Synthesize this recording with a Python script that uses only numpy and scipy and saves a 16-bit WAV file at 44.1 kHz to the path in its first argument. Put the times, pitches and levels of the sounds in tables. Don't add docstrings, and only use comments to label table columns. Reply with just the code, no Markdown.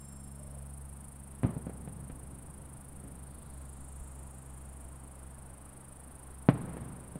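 import sys
import numpy as np
from scipy import signal
from scipy.fft import rfft, irfft, next_fast_len
from scipy.io import wavfile
from scipy.ndimage import map_coordinates

SR = 44100
rng = np.random.default_rng(int(sys.argv[2]) if len(sys.argv) > 2 else 0)


def store_pcm(level_fs):
    pcm = np.round(np.clip(level_fs, -1, 1) * 32767).astype(np.int16)
    wavfile.write(sys.argv[1], SR, np.atleast_2d(pcm).T)


N = 317079
TIME = np.arange(N) / SR

# (time [s], relative level [dB], edge [Hz], scatter [dB], change per bounce [dB], bounce edge [Hz],
#  roll level [dB], roll edge [Hz], roll t60 [s])
SHELLS = [(1.4333, -14, 1900, 3, 8, 134, -33, 2400, 0.5), (3.038, -27.5, 250, 4, -3, 400, -50.5, 400, 1.2),
          (6.4882, 1, 1710, -2, -11, 1410, -36, 4500, 2)]


def blasts(level_db=-6, scatter_t60=0.075, scatter_rise_s=0.0028, scatter_hz=900):
    # (frequency [Hz], relative level [dB])
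    bang_spectrum = [(25, -32), (45, -15), (62, -10), (85, -11), (125, -.5), (175, 2), (215, -1.5),
                     (270, -4), (360, -11.5), (560, -12), (1000, -22), (2300, -29.5), (4200, -42),
                     (6500, -59), (9000, -90)]
    out, bang = np.zeros(N), colour(bang_spectrum)
    gain = amp(level_db) / np.abs(pulse(bang)).max()
    for start_s, db, edge_hz, scatter_db in arrivals():
        wave = pulse(lambda hz: bang(hz) * air(hz, edge_hz))
        t = np.arange(len(wave)) / SR
        paths = rng.standard_normal(len(t)) * amp(-60 * t / scatter_t60) * fade_in(t, scatter_rise_s)
        paths *= amp(scatter_db) / np.linalg.norm(paths)
        paths = signal.lfilter(*signal.butter(1, scatter_hz, "high", fs=SR), paths)
        paths[0] += 1
        add(out, start_s, -gain * amp(db) * signal.fftconvolve(wave, paths))
    return out


def arrivals(bounces=2, round_trip_s=0.0075, echo_scatter_db=3):
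    # (time [s], relative level [dB], treble edge [Hz])
    echoes = [(1.566, -14, 130), (1.668, -18.5, 450), (1.696, -23.5, 900), (1.876, -28.5, 2400),
              (2.099, -27.5, 2600), (6.546, -21, 350), (6.769, -22.5, 1600), (7.157, -23, 800)]
    near = []
    for start_s, db, edge_hz, scatter_db, step_db, bounce_hz, *_ in SHELLS:
        for k in range(bounces + 1):
            dulled_hz = 1 / (1 / edge_hz + k / bounce_hz)
            near.append((start_s + k * round_trip_s, db + k * step_db, dulled_hz, scatter_db))
    return near + [(*echo, echo_scatter_db) for echo in echoes]


def rolls(lumpy_db=0.8, lag_s=0.012, rise_s=0.0054):
    # (frequency [Hz], relative level [dB])
    roll_spectrum = [(25, -27), (80, -5), (150, 2), (230, -5.5), (330, -12), (600, -18.5), (1100, -22),
                     (2200, -33), (4000, -45), (7000, -61)]
    # (relative level [dB], treble edge [Hz], t60 [s])
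    next_block, far_blocks = (9, 700, 0.1), (-14, 900, 9.7)
    out, tone = np.zeros(N), colour(roll_spectrum)
    for start_s, *_, db, edge_hz, t60 in SHELLS:
        start = round((start_s + lag_s) * SR)
        t = TIME[:N - start]
        roll = np.zeros(len(t))
        for zone_db, zone_hz, zone_t60 in (next_block, (0, edge_hz, t60), far_blocks):
            echoes = filtered(rng.standard_normal(N)[start:], lambda hz: tone(hz) * air(hz, zone_hz))
            roll += unit(echoes) * amp(zone_db - 60 * t / zone_t60)
        out[start:] += roll * amp(db + lumpy_db * wobble(60)[start:]) * fade_in(t, rise_s)
    return out


def bush_cricket(tooth_hz=565, slip=.06, mid_stroke_s=0.0137, level_db=-58.0,
                 leaves_db=-3, leaves_t60=0.04, uneven_teeth_db=0.84, effort_db=0.64):
    # (time [s], stroke rate [Hz])
    stroke_rates = [(0, 26.12), (7.19, 25.94)]
    # (position [0 to 1], relative force [dB])
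    stroke_force = [(0, -36), (.14, -9.5), (.3, -6.5), (.44, 3.5), (.5, -1), (.64, 0.5), (.69, -25),
                    (.85, -17), (1, -16.5)]
    # (frequency [Hz], relative level [dB])
    wing_spectrum = [(6000, -34), (7700, -16.5), (8300, -7), (8650, 1.5), (9200, -1), (9550, -4),
                     (9950, -1.5), (10600, -7), (11300, -11.5), (12100, -22), (13000, -16), (13550, -17),
                     (14200, -21), (15600, -22.5)]
    # (time [s], level change [dB])
    vigour = [(0, 0.5), (.7, 1.3), (2, -0.1), (3.2, 0), (4.3, -0.9), (5.7, -0.5), (6.5, 0.5), (7.19, 0)]
    strokes = np.cumsum(curve(stroke_rates)) / SR - mid_stroke_s * stroke_rates[0][1] + .5
    force_db = np.interp(strokes % 1, *np.transpose(stroke_force)) + effort_db * wobble(26)
    teeth_passed = np.cumsum(tooth_hz * (1 + slip * wobble(110))) / SR
    tooth_hits = np.diff(np.floor(teeth_passed), prepend=0)
    clicks = tooth_hits * amp(force_db + uneven_teeth_db * rng.standard_normal(N))
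    decay = amp(-60 * np.arange(SR // 20) / SR / leaves_t60) ** 2
    energy = np.abs(signal.fftconvolve(clicks ** 2, decay / decay.sum())[:N])
    leaves = np.sqrt(energy) * rng.standard_normal(N)
    song = signal.fftconvolve(clicks + amp(leaves_db) * leaves, pulse(colour(wing_spectrum)))[:N]
    return unit(song) * amp(level_db + curve(vigour))


def far_insects(chorus_db=-69):
    # (time [s], level [dB])
    rasp_levels = [(0, -87), (3.1, -93), (3.6, -68.5), (4.0, -64.5), (4.5, -67.5), (5.1, -73), (5.8, -90),
                   (7.19, -92)]
    # (pitch [Hz], pitch wobble [Hz], level [dB], fade start [s], fade [dB/s])
    tones = [(7469, 6, -63, .1, 39), (5278, 10, -75.5, .1, 26), (5430, 45, -82, .22, 24)]
    out = amp(chorus_db) * band(centre_hz=8900, width_hz=1300)
    out += amp(curve(rasp_levels)) * band(centre_hz=8300, width_hz=1400)
    for hz, wobble_hz, db, start_s, fade in tones:
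        phase = 2 * np.pi * np.cumsum(hz + wobble_hz * wobble(60)) / SR
        level_db = db - fade * np.maximum(TIME - start_s, 0) + 1.3 * wobble(60)
        out += np.sqrt(2) * np.sin(phase) * amp(level_db)
    return out


def engine(flutter_db=1.43, jitter_cycles=0.005):
    # (time [s], firing rate [Hz])
    firing_rates = [(0, 68.5), (.5, 69.4), (1.15, 68.37), (5.4, 66.17), (7.19, 66.2)]
    # (time [s], level change [dB])
    swell = [(0, -4), (.65, 4), (1.2, -3.5), (1.9, 1), (2.4, -3.5), (4.35, 2.5), (5.7, -5), (6.35, -1.5),
             (7.19, -4)]
    # (level [dB], share of swell [0 to 1], fade [dB/s])
    harmonics = [(-47.5, 1, 0), (-50, .35, 0.8), (-54.5, 0.092, 2), (-68.5, .1, 2.5)]
    firings = np.cumsum(curve(firing_rates)) / SR + jitter_cycles * wobble(12)
    out, swell_db = np.zeros(N), curve(swell)
    for k, (db, share, fade) in enumerate(harmonics, 1):
        level_db = db + share * swell_db - fade * TIME + flutter_db * wobble(7.1)
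        out += amp(level_db) * np.cos(2 * np.pi * k * firings)
    return out


def thuds(t60=0.13, rise_s=0.0061):
    # (time [s], level before fading [dB], pitch [Hz])
    hits = [(2.12, -36, 38), (3.05, -47, 40), (4.004, -35, 40)]
    out, t = np.zeros(N), np.arange(SR // 2) / SR
    for start_s, db, pitch_hz in hits:
        loudness = amp(db - 60 * t / t60) * fade_in(t, rise_s)
        add(out, start_s, loudness * np.sin(2 * np.pi * pitch_hz * t))
    return out


def city(traffic_db=-61, rise_db_per_s=0.4129, waver_db=0.15, rumble_db=-56, hiss_db=-73):
    # (frequency [Hz], relative level [dB])
    traffic_spectrum = [(160, -12), (280, -3.5), (380, -5.5), (550, -4.5), (750, -4.5), (1000, -6.5),
                        (1400, -11), (1900, -17.5), (3000, -23.5), (6000, -39), (8000, -70)]
    # (frequency [Hz], relative level [dB])
    rumble_spectrum = [(15, 8), (30, -6.5), (50, -2), (80, 4.5), (110, -4.5), (190, -1), (280, -3.5),
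                       (400, -21), (800, -69)]
    wash = noise(colour(traffic_spectrum)) * amp(traffic_db + rise_db_per_s * TIME + waver_db * wobble(6))
    rumble = noise(colour(rumble_spectrum)) * amp(rumble_db + 0.8 * wobble(7))
    return wash + rumble + amp(hiss_db) * rng.standard_normal(N)


def street_swells():
    # (peak time [s], half length [s], pitch [Hz], width [Hz], level [dB])
    swells = [(.43, .08, 605, 30, -65.5), (0.578, 0.091, 580, 120, -62.5), (3.501, .35, 4020, 900, -78.5)]
    return sum(band(hz, width_hz) * amp(db) * np.exp(-((TIME - peak_s) / half_s) ** 2)
               for peak_s, half_s, hz, width_hz, db in swells)


def amp(db):
    return 10 ** (np.asarray(db) / 20)


def unit(x):
    return x / np.sqrt(np.mean(x ** 2) + 1e-20)


def colour(points):
    points_hz, db = np.transpose(points)
    return lambda hz: amp(np.interp(np.log(hz + 1), np.log(points_hz + 1), db))


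def curve(points):
    return np.interp(TIME, *np.transpose(points))


def fade_in(t, rise_s):
    return 1 - np.exp(-t / rise_s)


def wobble(rate):
    return map_coordinates(rng.standard_normal(int(N * rate / SR) + 4), [TIME * rate])


def filtered(x, response):
    size = next_fast_len(len(x) + 8192)
    return irfft(rfft(x, size) * response(np.fft.rfftfreq(size, 1 / SR)), size)[:len(x)]


def noise(response):
    return unit(filtered(rng.standard_normal(N), response))


def band(centre_hz, width_hz):
    return noise(lambda hz: 1 / (1 + ((hz - centre_hz) / width_hz) ** 4))


def pulse(response, size=16384):
    cepstrum = irfft(np.log(response(np.fft.rfftfreq(size, 1 / SR)) + 1e-6))
    cepstrum[1:size // 2] *= 2
    cepstrum[size // 2 + 1:] = 0
    return irfft(np.exp(rfft(cepstrum)))


def air(hz, edge_hz):
    return 1 / np.sqrt(1 + (hz / edge_hz) ** 2)


def add(track, start_s, sound):
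    part = track[round(start_s * SR):][:len(sound)]
    part += sound[:len(part)]


def scene():
    fireworks = blasts() + rolls()
    streets = thuds() + engine() + city() + street_swells()
    insects = bush_cricket() + far_insects()
    return (fireworks + streets + insects)[None]


def record(dry, top_hz=15770):
    return np.array([filtered(channel, lambda hz: hz < top_hz) for channel in dry])


dry = scene()
out = record(dry)
store_pcm(out)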